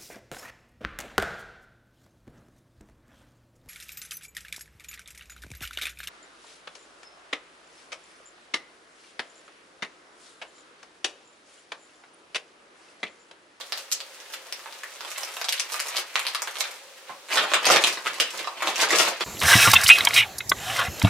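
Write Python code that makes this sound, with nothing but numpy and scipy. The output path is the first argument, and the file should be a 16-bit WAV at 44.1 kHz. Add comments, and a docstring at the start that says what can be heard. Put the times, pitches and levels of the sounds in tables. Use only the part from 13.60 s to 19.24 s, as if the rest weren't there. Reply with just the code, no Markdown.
"""First a thin plastic pouch crackles in the hands; from 3.44 s a brown paper bag does, in a small room.
Creases snap: short noise bursts, each ringing a facet, over a dense crackle of random clicks and hiss.
A hand knocks the hollow bag once: a rough push sets five decaying tones ringing.
Desk and walls send delayed copies and a fading noise tail to a stereo microphone at arm's length.
Behind it, coloured noise makes a faint fan hum, hiss and rumble."""
import sys
import numpy as np
from scipy import signal
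from scipy.fft import rfft, irfft
from scipy.io import wavfile
from scipy.ndimage import uniform_filter1d, minimum_filter1d

SR = 44100
rng = np.random.default_rng(int(sys.argv[2]) if len(sys.argv) > 2 else 0)


def inscribe(sig):
    """Save sig as 16-bit PCM at rate SR to the path in sys.argv[1].

    A 1-D sig is mono; a 2-D sig holds one channel per row.
    Samples are clipped to [-1, 1] before scaling.
    """
    pcm = np.round(np.clip(np.atleast_2d(sig).T, -1, 1) * 32767)
    wavfile.write(sys.argv[1], SR, pcm.astype(np.int16))


N = 248724  # length in samples
SWAP_S = 3.44  # the pouch is put down, the paper bag taken
BOOM_HZ, CRISP_HZ = 1200, 4500  # boom lies below the first, crisp above the second, middle between

POUCH_FLIP_MS, BAG_FLIP_MS = 0.18, 0.6  # burst decay time: thin plastic flips faster than stiff paper
FACET_HZ = 2500  # ring of a middle-sized facet, for which BAG_FLIP_MS holds

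# Creases that buckle audibly. Each row: start in seconds, level of the middle range in dB over one
# millisecond (before the common gain), ring in Hz, boom and crisp in dB relative to the middle.
SNAPS = [(0.0109, -29, 3200, -22, -21), (0.1223, -23, 4970, -6.5, 2), (0.1755, -36, 2750, -0.5, 6),
         (0.3159, -28.5, 2770, -13, 8.5), (0.3238, -35, 7660, -18, 20), (0.4036, -27, 4700, -13.5, -9.5),
         (0.602, -38.5, 3900, -25, 1), (0.7369, -28.5, 2100, -15, -3), (0.9251, -31, 5600, -1, 7.5),
         (0.9932, -41.5, 1980, 8, 4), (1.059, -40, 850, 8, -17), (1.1252, -39.5, 3000, 2.5, 6),
         (1.2347, -28, 1820, -2.5, -2.5), (1.4074, -38.5, 4730, 8.5, 5.5), (1.4487, -31.5, 3190, 3, -2.5),
         (1.5161, -31, 2330, -12, 2), (1.5772, -33.5, 2070, -1, 1), (1.5815, -32, 7350, 1, 6),
         (1.633, -30, 5500, -3, 2), (1.7682, -29, 2760, 1, 0), (1.8142, -35, 2130, 8.5, 10),
         (1.8438, -37.5, 1290, 7, 13.5), (1.8858, -22, 3400, -2, 0), (1.8908, -34, 8340, -7, 16.5),
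         (1.925, -22, 6700, -18, 2), (1.978, -31, 3450, -28, 2.5), (1.9971, -22.5, 6100, -19, 4.5),
         (2.1425, -22, 1270, -4, -13), (2.1951, -23.5, 4460, -26, 0), (2.2009, -20, 2820, -22, -1.5),
         (2.284, -28.5, 1890, -19, 3.5), (2.3592, -28, 1240, -10, -1), (2.3678, -29.5, 4830, 1.5, 13),
         (2.5562, -13.5, 2160, -7.5, -5.5), (2.5936, -23, 2240, -16, -2.5), (2.652, -33, 2870, 4, 2),
         (2.6671, -16, 4400, -11, -7), (2.683, -26.5, 4480, -5, 4), (2.7484, -21.5, 1220, -5.5, -3),
         (2.8201, -31, 2240, 3, 9), (2.8739, -24.5, 1560, -1, -8.5), (2.9556, -30, 1190, -4, -0.5),
         (2.9693, -29, 3420, -3, -4), (3.0076, -26.5, 3880, -4, 8.5), (3.6857, -34.5, 1030, -20, -2),
         (3.7181, -23.5, 2050, -30, -13), (3.725, -19, 2320, -14, -9), (3.769, -18.5, 1890, 5, -20),
         (3.9169, -27, 1010, 6.5, -5), (3.936, -6.5, 2210, -3, -4), (4.045, -15.5, 1400, -3.5, -16),
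         (4.0542, -16, 1270, -16, 3), (4.0668, -12.5, 2250, -2, 0.5), (4.1012, -10, 2160, 8, 2),
         (4.1614, -8, 1710, -14, -12), (4.2387, -6, 2500, -13.5, -2), (4.272, -15.5, 2470, -4, 0),
         (4.3267, -32, 3540, -26, 7.5), (4.3724, -28, 1830, 3.5, -13), (4.4607, -26.5, 2210, 3, -5),
         (4.4687, -21.5, 3400, 2, -16), (4.5426, -36.5, 1920, -26, 8), (4.6, -9, 2810, -8.5, -10),
         (4.7053, -28, 2880, -26, -2), (4.844, -27, 1280, -5, -28), (4.8728, -25.5, 1240, 3.5, -30),
         (4.9693, -35.5, 2100, 0, -19), (5.0057, -24, 1170, -0.5, -8), (5.0226, -25.5, 2220, 9.5, 3.5),
         (5.0731, -15, 3800, -2.5, -4), (5.1582, -28.5, 2540, -10, 10.5), (5.2032, -22.5, 3340, -2, 4.5),
         (5.2146, -25, 4970, -21, 9.5), (5.2314, -13.5, 1160, -7.5, -23), (5.2875, -27.5, 2240, -8, 2),
         (5.3057, -10.5, 1980, -11, -5.5), (5.3281, -16, 1230, 6.5, -15), (5.3845, -14.5, 900, -10, 4),
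         (5.3874, -14, 2900, -24, 2), (5.6081, -20, 884, 4, -7), (5.6132, -19, 3500, -1.5, -20)]


def snaps(ring_db=-3, ring_cycles=2.2, gain_db=-2.0):
    """Each crease flips in a brief noise burst; the facet beside it rings a few cycles."""
    size = 256
    t = np.arange(size) / SR
    sheet = bands()
    chance = rng.standard_normal((len(SNAPS), 3, size))
    out = np.zeros(N + SR)
    for (start_s, db, hz, boom_db, crisp_db), noise in zip(SNAPS, chance):
        # a large paper facet rings low and flips slowly
        flip_ms = POUCH_FLIP_MS if start_s < SWAP_S else BAG_FLIP_MS * FACET_HZ / hz
        flip = noise * np.exp(-t * 1000 / flip_ms)

        ring = 2 * np.cos(2 * np.pi * hz * t) * np.exp(-t * hz / ring_cycles)
        facet = undb(ring_db) * hz / SR * ring
        flip = flip + signal.fftconvolve(flip, facet[None], axes=1)[:, :size]

        parts = signal.fftconvolve(flip, sheet, axes=1)
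        parts = parts / np.linalg.norm(parts, axis=1, keepdims=True)
        level = undb(db + gain_db) * np.sqrt(SR / 1000)  # from energy 1 to a level over 1 ms
        snap = level * undb([boom_db, 0, crisp_db]) @ parts
        start = int(start_s * SR)
        out[start:start + len(snap)] += snap
    return out[:N]


def crackle(per_s=450.0, scatter_db=3.5, rub_db=-12, own_db=5.5, gain_db=0.5):
    """Many small creases of scattered size, over the hiss of fingers sliding on the sheet."""
    hit = rng.random(N) < per_s / SR
    sign = rng.choice([-1, 1], N)
    size = hit * sign * undb(scatter_db * np.minimum(rng.exponential(size=N), 3.0))
    parts = []
    for gain in hands():
        # every facet has its own balance of boom and crispness
        own = undb(own_db * rng.standard_normal(N).clip(-2, 2))
        grains = unit(size * own)
        rub = undb(rub_db) * rng.standard_normal(N)
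        parts.append(gain * undb(gain_db) * (grains + rub))
    return signal.oaconvolve(np.array(parts), bands(), axes=1)[:, :N].sum(axis=0)


POUCH_BOOM_DB, BAG_BOOM_DB = -5, -3  # boom of the crackle against its middle
# Crisp range against the middle, for a level of -40 dB, and its change per dB of level:
# harder handling bends larger facets and is duller.
CRISP_DB, CRISP_PER_DB = -2.5, -0.053

# Fingers shifting on the sheet, a slow bed of crackle.
# Each row: time in seconds, level in dB before the crackle's common gain.
GRIP = [(0.0, -62), (0.14, -62.5), (0.7, -55.5), (0.8, -57.5), (1.3, -54.5), (1.6, -45), (1.9, -49),
        (2.03, -50), (2.14, -45), (2.37, -41), (2.44, -53.5), (2.58, -48), (2.9, -50), (3.03, -43),
        (3.48, -81.5), (4.6, -47), (4.95, -65), (5.13, -47), (5.5, -49.5), (5.64, -48)]
# Squeezes, each a rush of crackle. Each row: peak time in seconds, peak level in dB (before that gain),
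# swell and then fade in milliseconds per 10 dB, extra brightness of the crisp range in dB.
SQUEEZES = [(0.0, -40, 20, 20, -0.5), (0.187, -55, 57, 31, 13), (0.325, -53, 3.3, 3.3, 21),
            (0.741, -34, 7.6, 2.2, 8), (1.62, -58, 34, 18, -10), (2.0, -46.5, 44, 32, 6),
            (2.14, -35.5, 22, 8.5, 3), (2.387, -31.5, 34, 6.7, -2.5), (2.559, -55, 18, 15, -5),
            (3.009, -31.5, 17, 5.6, 2.5), (3.379, -50, 8.6, 9.3, 3), (3.5, -47, 21, 16, -2.5),
            (3.708, -34.5, 10, 23, -10), (3.742, -30, 20, 56, 7.5), (3.773, -19, 13, 16, -6),
            (3.8, -27.5, 17, 49, -7), (3.944, -29, 40, 39, -3), (4.056, -26, 31, 30, -2.5),
            (4.115, -18, 33, 23, -1), (4.17, -21.5, 59, 18, -3.5), (4.209, -34.5, 11, 41, 2.5),
            (4.267, -39, 25, 81, 5.5), (4.467, -30.5, 15, 29, -3), (4.603, -23, 3, 3.8, 11.5),
            (4.787, -41.5, 105, 67, 1), (5.079, -33, 72, 54, -2), (5.216, -24, 37, 26, -0.5),
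            (5.322, -27.5, 31, 72, 0), (5.389, -24.5, 21, 38, 3.5), (5.473, -27.5, 61, 32, 0),
            (5.617, -24, 9.8, 8.9, -1.5)]


def hands():
    """Level of the crackle in its boom, middle and crisp range: grip and squeezes add in power."""
    t = np.arange(0, N + 64, 64) / SR  # one value per 64 samples is enough
    peak_s, db, swell_ms, fade_ms, bright_db = np.transpose(SQUEEZES)[:, :, None]
    late_ms = (t - peak_s) * 1000
    squeeze_db = db - 10 * np.maximum(-late_ms / swell_ms, late_ms / fade_ms)
    grip_db = np.interp(t, *np.transpose(GRIP))

    level_db = np.vstack([squeeze_db, grip_db])
    peak_db = np.vstack([db + 0 * t, grip_db])
    bright_db = np.vstack([bright_db, [0]])  # the grip has no extra brightness
    boom_db = np.where(t < SWAP_S, POUCH_BOOM_DB, BAG_BOOM_DB)
    crisp_db = CRISP_DB + CRISP_PER_DB * (peak_db + 40) + bright_db

    gains = []
    for band_db in (boom_db, 0, crisp_db):
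        gain = np.sqrt(np.sum(undb(level_db + band_db) ** 2, axis=0))
        gains.append(np.interp(np.arange(N) / SR, t, gain))
    return gains


# Colour of a buckling sheet at the microphone; only its shape within each range counts.
# Each row: frequency in Hz, strength in dB per Hz.
SHEET = [(35, -77), (60, -34), (173, -18), (252, -18), (350, -7.5), (393, -7), (777, -2.5), (1240, 2.5),
         (1430, 0.5), (2580, 0.5), (4980, -2), (11600, -16), (15400, -24.5), (16500, -88)]


def bands():
    """Responses of the sheet in its boom, middle and crisp range, each of energy 1."""
    cuts = [(BOOM_HZ, "low"), ([BOOM_HZ, CRISP_HZ], "band"), (CRISP_HZ, "high")]
    kernels = []
    for hz, kind in cuts:
        cut = signal.butter(2, hz, kind, fs=SR, output="sos")
        kernels.append(signal.sosfilt(cut, causal(SHEET)))
    return np.array(kernels) / np.linalg.norm(kernels, axis=1, keepdims=True)


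KNOCK_S, KNOCK_DB = 3.492, -29.5  # start, and peak level before the sheet and room filters
KNOCK_PUSH_MS = 8.1  # the push is strongest after half this time

# Tones of the hollow bag. Each row: frequency in Hz, level in dB relative to the other tones,
# time to fade by 60 dB in seconds.
HOLLOW = [(325, -11.5, 0.096), (1070, -4, 0.029), (1216, 4, 0.026), (1530, -1, 0.024), (1930, -8, .015)]


def knock():
    """A soft, rough push sets the hollow bag ringing."""
    t = np.arange(SR // 4) / SR
    push = rng.standard_normal(len(t)) * t * np.exp(-t * 2000 / KNOCK_PUSH_MS)
    ring = sum(undb(db - 60 * t / t60) * np.sin(2 * np.pi * hz * t) for hz, db, t60 in HOLLOW)
    sound = signal.fftconvolve(push, ring)[:len(t)]
    out = np.zeros(N)
    out[int(KNOCK_S * SR):][:len(t)] = undb(KNOCK_DB) * sound / np.abs(sound).max()
    return out


MOVE_S = 0.06  # the paths to the microphone are drawn anew this often
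SIDE_DB, LAG = -3, -0.44  # average left minus right of the direct sound: level in dB, delay in samples
SWAY_DB, SWAY_LAG = 5.5, 1  # random spread of both as the hands move
POUCH_NEAR_DB = 0.5  # the pouch is held closer, so its direct sound is stronger
TAIL_DB = 3.5  # energy of the tail

# Echoes from desk and walls. Each row: average delay in milliseconds, level in dB,
# left minus right delay in samples.
ECHOES = [(2.0, -9, 1.5), (3.2, -10, -2), (5.8, -8, 2), (6.6, -5, -1), (7.6, -6, 3), (15.5, -12, -4),
          (20.5, -12, 3)]
# How long the tail lasts. Each row: frequency in Hz, time to fade by 60 dB in seconds.
ROOM = [(150, 0.25), (600, 0.33), (2500, 0.26), (8000, 0.14), (14000, 0.078)]


def room(x):
    """Echoes from desk and walls, each from its own side, then a tail that dies sooner in the treble."""
    size, hop = 16384, int(MOVE_S * SR)
    t = np.arange(size) / SR
    f = np.arange(size // 2 + 1) * SR / size
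    centres = np.log([hz for hz, _ in ROOM])
    shares = [np.interp(np.log(f + 1), centres, row) for row in np.eye(len(ROOM))]
    fades = [undb(-60 * t / t60) * (1 - np.exp(-t / 0.001)) for _, t60 in ROOM]
    side = np.array([[0.5], [-0.5]])  # left, right

    out = np.zeros((2, N + 2 * hop + size))
    padded, window = np.pad(x, hop), np.hanning(2 * hop)
    # the sheet keeps moving: overlapping pieces get fresh paths
    for i in range(0, N + hop, hop):
        early = 0
        for ms, db, lag in ECHOES:
            delay_s = (ms + 0.2214 * rng.standard_normal()) / 1000 + lag * side / SR
            early = early + undb(db) * np.exp(-2j * np.pi * f * delay_s)

        near_db = POUCH_NEAR_DB * (i < SWAP_S * SR)
        sway = rng.standard_normal(2)
        direct_lag = 4 + (LAG + SWAY_LAG * sway[0]) * side  # 4 samples keep both delays positive
        direct_db = near_db + (SIDE_DB + SWAY_DB * sway[1]) * side
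        early = early + undb(direct_db) * np.exp(-2j * np.pi * f * direct_lag / SR)

        noise = rfft(diffuse(size))
        tail = sum(irfft(noise * share, size) * fade for share, fade in zip(shares, fades))
        tail = tail / np.sqrt(np.sum(tail ** 2) / 2)
        response = irfft(early, size) + undb(TAIL_DB) * tail

        piece = padded[None, i:i + 2 * hop] * window[:len(padded) - i]
        heard = signal.fftconvolve(piece, response, axes=1)
        out[:, i:i + heard.shape[1]] += heard
    return out[:, hop:N + hop]


AIR_DB = -48  # level of fan hum and hiss
RUMBLE_DB, RUMBLE_HZ = -82, 120  # level, and frequency above which it weakens

# Colour of the fan hum and hiss. Each row: frequency in Hz, relative strength in dB per Hz.
AIR = [(60, -31), (200, -17.5), (400, -2.5), (480, -3), (540, 8), (620, -4), (1500, -3.5), (4000, -7),
       (9000, -14.5), (15500, -24), (16500, -29)]


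def air():
    """Fan hum and hiss from all sides, and a faint rumble of its own in each microphone."""
    low = signal.butter(1, RUMBLE_HZ, fs=SR, output="sos")
    rumble = signal.sosfilt(low, rng.standard_normal((2, N)))
    fan = unit(colour(diffuse(N), AIR))
    return undb(AIR_DB) * fan + undb(RUMBLE_DB) * unit(rumble)


# How wide sound from all sides is at the two microphone ports.
# Each row: frequency in Hz, side minus mid in dB.
WIDTH = [(60, -14), (200, -14), (500, -12), (1000, -8), (2000, -4), (4000, -1), (8000, 0), (15000, 0)]


def diffuse(size):
    """Noise from all sides: alike at both ports in the bass, unrelated in the treble."""
    mid, side = rng.standard_normal((2, size))
    side = colour(side, WIDTH)
    return np.array([mid + side, mid - side])


def undb(db):
    """Turn decibels into an amplitude factor."""
    return 10 ** (np.asarray(db) / 20)


def unit(x):
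    """Scale to an RMS level of 1."""
    return x / np.sqrt(np.mean(x ** 2))


def colour(x, points):
    """Filter through (Hz, dB) points without any delay (zero phase)."""
    hz, db = np.transpose(points)
    size = x.shape[-1]
    f = np.arange(size // 2 + 1) * SR / size
    gain = undb(np.interp(np.log(f + 1), np.log(hz), db))
    return irfft(rfft(x) * gain, size)


def causal(points, size=1024):
    """Response through (Hz, dB) points that starts at once (minimum phase)."""
    strength = np.abs(rfft(colour(np.eye(1, size)[0], points)))
    cepstrum = irfft(np.log(strength + 1e-9), size)
    # folding the cepstrum forward moves the energy to the start
    cepstrum[1:size // 2] *= 2
    cepstrum[size // 2 + 1:] = 0
    return irfft(np.exp(rfft(cepstrum)), size)


POUCH_HZ, BAG_HZ = 446, 167  # lowest sound that each sheet radiates well
POUCH_SHINE_DB, POUCH_SHINE_HZ = -0.5, 9800  # added treble: plastic is brighter at the very top


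def scene():
    """Pouch, then bag, each radiating poorly in the bass, heard in the room over the background."""
    sheets = snaps() + crackle() + knock()
    pouch, bag = (signal.sosfilt(signal.butter(3, hz, "high", fs=SR, output="sos"), sheets)
                  for hz in (POUCH_HZ, BAG_HZ))
    high = signal.butter(2, POUCH_SHINE_HZ, "high", fs=SR, output="sos")
    pouch = pouch + undb(POUCH_SHINE_DB) * signal.sosfiltfilt(high, pouch)
    swap = int(SWAP_S * SR)
    return room(np.concatenate([pouch[:swap], bag[swap:]])) + air()


CEILING, LIMIT_MS = 0.85, 6  # limiter: highest peak before the top cut, time over which its gain moves
TOP_HZ = 15800  # the top is cut above this

# The two ports differ a little in colour. Each row: frequency in Hz, left minus right in dB.
LEFT_PORT = [(100, -1), (500, 0), (4000, 0), (12000, 3)]


def record(dry):
    """The ports colour the sound a little; a quick limiter holds the peaks; the top is cut steeply."""
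    ports = np.array([colour(x, [(hz, db * half) for hz, db in LEFT_PORT])
                      for x, half in zip(dry, (0.5, -0.5))])
    size = int(LIMIT_MS * SR / 1000)
    needed_gain = CEILING / np.maximum(np.abs(ports).max(axis=0), CEILING)
    gain = uniform_filter1d(minimum_filter1d(needed_gain, 2 * size), size)
    top_cut = signal.ellip(8, 0.2, 60, TOP_HZ, fs=SR, output="sos")
    return signal.sosfilt(top_cut, gain * ports)


dry = scene()
out = record(dry)
inscribe(out)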